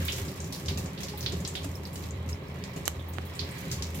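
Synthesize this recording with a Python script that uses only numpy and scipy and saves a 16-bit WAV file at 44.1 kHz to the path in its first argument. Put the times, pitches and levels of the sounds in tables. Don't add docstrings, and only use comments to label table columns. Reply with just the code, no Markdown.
import sys
import numpy as np
from scipy import signal
from scipy.fft import rfft, irfft
from scipy.io import wavfile
from scipy.ndimage import uniform_filter1d

SR = 44100
rng = np.random.default_rng(int(sys.argv[2]) if len(sys.argv) > 2 else 0)


def file_out(sig):
    cols = np.atleast_2d(sig).T
    lim = np.clip(cols, -1, 1)
    pcm = np.round(lim * 32767).astype(np.int16)
    wavfile.write(sys.argv[1], SR, pcm)


N = 176400
T = np.arange(N) / SR

# f/Hz, width/Hz, level/dB
PAN_MODES = [(58.8, 9.5, -12), (123, 8.7, -2), (143.6, 28, -4), (166.2, 20.3, -2), (193, 21.3, -6),
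             (265.2, 18, -9.5), (302.4, 57, -15), (336.7, 30, -12.5), (382.5, 18, -12), (415.3, 16, -12.5),
             (528.6, 25, -16.5), (565.5, 36, -19)]
# t/s, level/dB
DRUM_LEVEL = [(0.0, -23), (0.04, -38.5), (0.54, -39), (0.57, -41), (0.72, -37.5), (0.9, -42), (1.06, -38),
              (1.12, -41.5), (1.43, -37.5), (1.49, -42.5), (2.75, -42), (2.76, -38), (2.94, -50),
              (2.99, -39), (3.05, -51.5), (3.2, -41.5), (3.35, -45), (3.41, -40.5), (3.61, -42.5),
              (3.64, -38.5), (3.97, -43), (4.0, -36)]
BOOM_LEVEL = [(0.0, -28), (0.15, -40.5), (0.19, -40), (0.24, -33), (0.34, -53), (0.41, -36), (0.59, -53),
              (0.7, -29.5), (0.91, -42.5), (0.95, -57), (0.97, -50.5), (1.39, -33), (1.41, -41.5),
              (1.6, -43.5), (1.65, -33.5), (1.95, -45), (1.97, -39), (2.34, -32.5), (2.44, -52),
              (2.53, -38.5), (2.73, -49), (2.9, -38.5), (3.25, -36.5), (3.39, -44.5), (3.43, -32),
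              (3.53, -50.5), (3.83, -34), (4.0, -39)]
# f/Hz, level/dB
CHURN_SPECTRUM = [(25, -13), (60, 8), (200, 4), (400, 3), (620, 0), (800, -2), (1100, 1), (1500, -11.5),
                  (2300, -7.5), (4000, -25), (16000, -48)]
# f/Hz, correlation
CHURN_CORRELATION = [(50, 1), (150, 0.81), (300, 0.66), (600, 0.53), (1100, 0), (16000, 0)]
# t/s, f/Hz, level/dB
GULPS = [(.0, 177, -24), (0.761, 198, -30.5), (1.135, 838, -39), (1.33, 405, -33), (1.341, 169, -29),
         (1.41, 177, -25.5), (1.654, 276, -29), (2.759, 183, -30.5), (3.787, 1090, -42.5)]
# f/Hz, level/dB
STREAM_SPECTRUM = [(700, -11), (1450, 1.5), (2000, 5), (2500, -1), (3200, 1), (4500, -5.5), (7000, -31.5),
                   (16000, -36)]
SPRAY_SPECTRUM = [(1000, -5), (3000, -0.5), (6500, 4.5), (9000, 0.5), (13000, -2.5), (16000, -12.5)]
RUSH_SPECTRUM = [(1200, -25), (1650, -7), (1950, 0), (2350, -0.5), (2900, -16), (4300, -11), (6000, -28)]
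# t/s, level/dB
STREAM_LEVEL = [(0, -40.5), (.2, -46), (.45, -51), (1.0, -48.5), (1.6, -50), (1.8, -54), (2.2, -51),
                (2.45, -52.5), (2.7, -49.5), (3.05, -53.5), (3.3, -48), (3.6, -46), (3.8, -46), (4, -54.5)]
SPRAY_LEVEL = [(0, -44), (.2, -45), (.37, -56), (.6, -48), (.93, -56), (1.1, -53.5), (1.6, -52.5),
               (1.8, -56), (2.0, -51.5), (2.17, -59.5), (2.44, -64), (2.52, -58), (2.95, -59.5),
               (3.06, -61), (3.27, -58.5), (3.6, -52), (4, -52.5)]
RUSH_LEVEL = [(0, -54), (.3, -55), (.5, -66), (2.1, -66), (2.7, -51.5), (2.95, -62), (3.3, -58.5),
              (3.55, -49), (3.75, -56), (4, -56)]
# t/s, bubble f/Hz, bubble level/dB, bubble time constant/cycles,
# splash level/dB, splash tilt/(dB per octave), echo bias/dB
DROPS = [(0.049, 3400, -30, .5, -9.5, 6, -3), (0.083, 3190, -2, .42, -22, -18, 1),
         (.122, 6000, -11.5, 0.37, -22.5, 2, 3), (.181, 2500, -17, 0.43, -12.5, -4, 1),
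         (0.25, 7260, -26.5, 0.64, -27, -2, 5), (0.283, 4850, -16.5, 0.48, -21, -2, -0.5),
         (.366, 5470, -33, 0.44, -24, -5, 4), (.4025, 6850, -14.5, 0.49, -35, -16, 1),
         (0.444, 6240, -19, 0.42, -27, 0, 0.5), (.524, 4950, -14, 0.37, -17, -2, 2.5),
         (.548, 4900, -17.5, 0.6, -25, 0, 1), (0.659, 5570, -16.5, 0.32, -23, -8, 2),
         (0.6836, 4000, -7.5, 0.28, -21, -1, 2.5), (0.7743, 5550, -13.5, 0.35, -13.5, -3, 2),
         (.859, 6600, -19.5, 0.53, -17.5, -5.5, 0.5), (0.9767, 3730, -20, .35, -38, -4, 4),
         (1.004, 6200, -20, 0.67, -15, -4.5, 1.5), (1.033, 5400, -9.5, 0.32, -19, -2.5, 0),
         (1.084, 4440, -13.5, 0.31, -20, -3.5, 0.5), (1.174, 3760, -22, 0.65, -18, 11, 2.5),
         (1.2077, 5500, -13, .5, -21, 6, 0.5), (1.228, 4740, -13.5, .7, -17, -4, -0.5),
         (1.2618, 3870, -1, .42, -29, 8, 0), (1.322, 5450, -15, 0.23, -13, -6, 1.5),
         (1.403, 7100, -19.5, 0.54, -22.5, 0, -1), (1.45, 4600, -8.5, 0.3, -25, -10, 0.5),
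         (1.476, 7400, -7, 0.66, -15, -4, -1.5), (1.553, 3740, -7, 0.3, -12.5, -5, 0),
         (1.566, 3450, -13, 0.68, -20, -5.5, 2.5), (1.632, 6760, -21.5, 0.35, -18.5, -6, 2),
         (1.644, 7000, -11.5, 0.4, -12, -4, -4.5), (1.753, 5500, -14.5, 3.9, -19.5, 6, -12),
         (1.853, 4680, -15, 0.83, -21, -2, -2), (1.93, 7000, -33, .5, -20, 3, 1),
         (1.9574, 6300, -13, 0.22, -15, -6, -2.5), (2.038, 4600, -17, 0.27, -13.5, -7, -2.5),
         (2.108, 6800, -16, 0.9, -33, -6, -5.5), (2.289, 6360, -19, 0.6, -19, -3, 1.5),
         (2.3292, 5320, -9, 2.1, -33, -2, -20), (2.639, 4960, -14, 0.22, -37, 4, -1),
         (2.7615, 6700, -21.5, 0.43, -14.5, -5.5, 1.5), (2.855, 6600, -10, 0.36, -11.5, -5, 0),
         (2.995, 3480, -22, 1.2, -32, 7, -0.5), (3.084, 3500, -41, .5, -16.5, 26, -1),
         (3.135, 7500, -23.5, 0.53, -32, -2, 1.5), (3.25, 6000, -40, 0.42, -27.5, 7, 3),
         (3.352, 8260, -22.5, .7, -24, -4, 2.5), (3.3925, 4290, -4.5, 0.48, -29, -3, 1),
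         (3.51, 8750, -22, 0.8, -28, 0, 0.5), (3.583, 5950, -23, 0.39, -18, -1, -9),
         (3.715, 5600, -10, 0.32, -16.5, -0.5, 3), (3.8233, 5300, -6.5, 0.28, -18, -3.5, 0),
         (3.945, 6500, -22, 0.8, -14, -1, 1), (3.988, 4970, -24, 0.29, -11, -7.5, 1)]
# f/Hz, level/dB
SPLASH_SPECTRUM = [(500, -1), (1500, -4), (3000, 3.5), (6500, -1.5), (9000, 7.5), (13000, 1), (16000, -3.5)]
# t/s, level/dB, snap f/Hz, snap width/Hz, ring level/dB
TICKS = [(2.8789, -1, 1400, 2190, 0), (3.1846, -5, 1580, 1930, -28)]
# f/Hz, width/Hz, level/dB
TICK_MODES = [(3100, 310, -6.5), (4440, 900, -6.5), (6430, 970, 0.5), (7270, 1100, 0.5), (9500, 1300, -3.5),
              (11900, 1300, -3.5)]
# f/Hz, level/dB
LEFT_MIC = [(100, -2.5), (400, 0), (560, -0.5), (1000, 0), (2100, -6), (3000, -2.5), (5000, -2), (7400, 3),
            (9500, -8), (11500, -3), (14000, 4)]
RIGHT_MIC = [(100, -2), (400, 0.5), (560, 2), (1000, -1), (2100, 2), (3300, 1), (5000, 0.5), (6400, -2.5),
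             (7600, -3.5), (10000, 0), (14000, 6)]

DIRECT_DB, NEAR_DB, BAY_DB, GARAGE_DB = -13.5, -5.5, -3.5, -1.5
NEAR_T60_S, BAY_T60_S, GARAGE_T60_S = 0.011, 0.11, 0.28


def from_db(db):
    return 10 ** (np.asarray(db) / 20)


def unit_rms(x):
    return x / np.sqrt(np.mean(x ** 2) + 1e-20)


def unit_energy(x):
    return x / np.sqrt(np.sum(x ** 2, axis=-1, keepdims=True) + 1e-20)


def level(points):
    return from_db(np.interp(T, *np.transpose(points)))


def at_bins(points, size):
    hz, value = np.transpose(points)
    return np.interp(np.log(np.fft.rfftfreq(size, 1 / SR) + 1), np.log(hz), value)


def colour(x, points):
    return irfft(rfft(x) * from_db(at_bins(points, x.shape[-1])), x.shape[-1])


def add(out, s, x):
    start = int(s * SR)
    out[:, start:start + x.shape[-1]] += x[..., :N - start]


def clicks(per_s, spread_db, size=N):
    hits = rng.random(size) < per_s / SR
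    strength = from_db(spread_db * np.minimum(rng.exponential(1, size), 4))
    return hits * strength * rng.choice([-1, 1], size)


def echoes(bias_db=0, size=16384):
    def scatter(db, t60_s):
        return from_db(db) * unit_energy(rng.standard_normal((2, size)) * from_db(-60 * T[:size] / t60_s))
    path = scatter(NEAR_DB, NEAR_T60_S)
    path += scatter(BAY_DB + bias_db / 2, BAY_T60_S)
    path += scatter(GARAGE_DB + 2 * bias_db, GARAGE_T60_S)
    path[[0, 1], rng.integers(0, 8, 2)] += from_db(DIRECT_DB)
    return path


def through_bay(x, bias_db=0):
    return signal.fftconvolve(np.atleast_2d(x), echoes(bias_db), axes=1)[:, :N]


def pan_mode(x, hz, width_hz):
    for width in (width_hz, hz / 2):
        r = np.exp(-np.pi * width / SR)
        feedback = [1, -2 * r * np.cos(2 * np.pi * hz / SR), r * r]
        x = signal.lfilter(np.array([1, 0, -1]) * (1 - r * r) / 2, feedback, x + 1e-18)
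    return x


def pan(impacts_per_s=350, boom_hz=83.2):
    impacts, body = clicks(impacts_per_s, spread_db=2.9), 0
    for k, (hz, width_hz, db) in enumerate(PAN_MODES):
        mid = unit_rms(pan_mode(impacts, hz, width_hz))
        side = unit_rms(pan_mode(clicks(impacts_per_s, spread_db=2.4), hz, width_hz))
        side *= from_db(-16) * hz / 300
        body = body + from_db(db) * ((-1) ** k * mid + side * [[1], [-1]])
    boom = pan_mode(rng.standard_normal(2 * N), boom_hz, width_hz=3.54)[N:]
    boom /= np.sqrt(uniform_filter1d(boom ** 2, size=3000) + 1e-20)
    return from_db(2) * level(DRUM_LEVEL) * unit_rms(body) + from_db(1.5) * level(BOOM_LEVEL) * boom


def pool(gulp_rise_s=0.0013, gulp_t60_s=0.13):
    alike = at_bins(CHURN_CORRELATION, N)
    mid, side = rfft(clicks(1500, spread_db=2.94)), rfft(clicks(1500, spread_db=2.56))
    churn = irfft(np.sqrt(1 + alike) * mid + np.sqrt(1 - alike) * side * [[1], [-1]], N)
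    out = from_db(-46) * unit_rms(colour(churn, CHURN_SPECTRUM))
    t = T[:SR // 2]
    envelope = (1 - np.exp(-t / gulp_rise_s)) * from_db(-60 * t / gulp_t60_s)
    for s, hz, db in GULPS:
        add(out, s, from_db(db) * envelope * np.sin(2 * np.pi * hz * t))
    return out


def patter(spectrum, per_s, spread_db, bias_db=0, spots=4):
    landings = sum(through_bay(clicks(per_s, spread_db), bias_db) for _ in range(spots))
    return unit_rms(colour(landings, spectrum))


def bubble(hz, cycles, size=2048):
    age = T[:size] * hz / cycles
    return unit_energy(age ** 2 * np.exp(-age) * np.sin(2 * np.pi * hz * T[:size]))


def fizz(per_s=280, low_hz=1060, high_hz=5460, pitches=24):
    out = 0
    for hz in np.geomspace(low_hz, high_hz, pitches) * rng.uniform(0.92, 1.04, pitches):
        mic_gains = rng.standard_normal((2, 1))
        bursts = clicks(per_s / pitches, spread_db=1.7)
        out = out + mic_gains * signal.oaconvolve(bursts, bubble(hz, cycles=3.5))[:N]
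    return unit_rms(through_bay(out))


def stream():
    droplets = patter(STREAM_SPECTRUM, per_s=500, spread_db=3.8, bias_db=-3.5)
    return level(STREAM_LEVEL) * (from_db(-2.5) * droplets + from_db(-6.5) * fizz())


def spray():
    return level(SPRAY_LEVEL) * patter(SPRAY_SPECTRUM, per_s=150, spread_db=5, bias_db=-2.5)


def rush():
    return level(RUSH_LEVEL) * patter(RUSH_SPECTRUM, per_s=900, spread_db=2.5, spots=2)


def drops(splash_decay_s=0.0077, size=2048):
    out = np.zeros((2, N))
    for s, hz, bubble_db, cycles, splash_db, tilt_db, bias_db in DROPS:
        droplets = clicks(6000, spread_db=3, size=size) * np.exp(-T[:size] / splash_decay_s)
        tilted = [(f, db + tilt_db * np.log2(f)) for f, db in SPLASH_SPECTRUM]
        splash = unit_energy(colour(np.roll(droplets, 16), tilted))
        drop = from_db(bubble_db) * bubble(hz, cycles, size) + from_db(splash_db) * splash
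        add(out, s, through_bay(drop, bias_db))
    return out


def ticks(left_db=-23, lowpass_hz=6100):
    out, t = np.zeros((2, N)), T[:1024]
    def damped(hz, width_hz):
        return np.exp(-np.pi * width_hz * t) * np.sin(2 * np.pi * hz * t)
    ring = sum(from_db(db) * unit_energy(t * damped(hz, width_hz)) for hz, width_hz, db in TICK_MODES)
    for s, db, hz, width_hz, ring_db in TICKS:
        snap = signal.lfilter(*signal.butter(2, lowpass_hz, fs=SR), unit_energy(damped(hz, width_hz)))
        mic_gains = from_db([[db + left_db], [db]])
        add(out, s, mic_gains * (from_db(ring_db) * ring - snap))
    return out + from_db(-11) * through_bay(out[1], bias_db=-5)


def scene():
    return pan() + pool() + stream() + spray() + rush() + drops() + ticks()


def record(dry):
    left, right = np.pad(dry, ((0, 0), (0, SR // 10)))
    heard = np.array([colour(left, LEFT_MIC), colour(right, RIGHT_MIC)])[:, :N]
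    return signal.sosfilt(signal.ellip(10, .1, 70, 15900, fs=SR, output="sos"), heard)


dry = scene()
out = record(dry)
file_out(out)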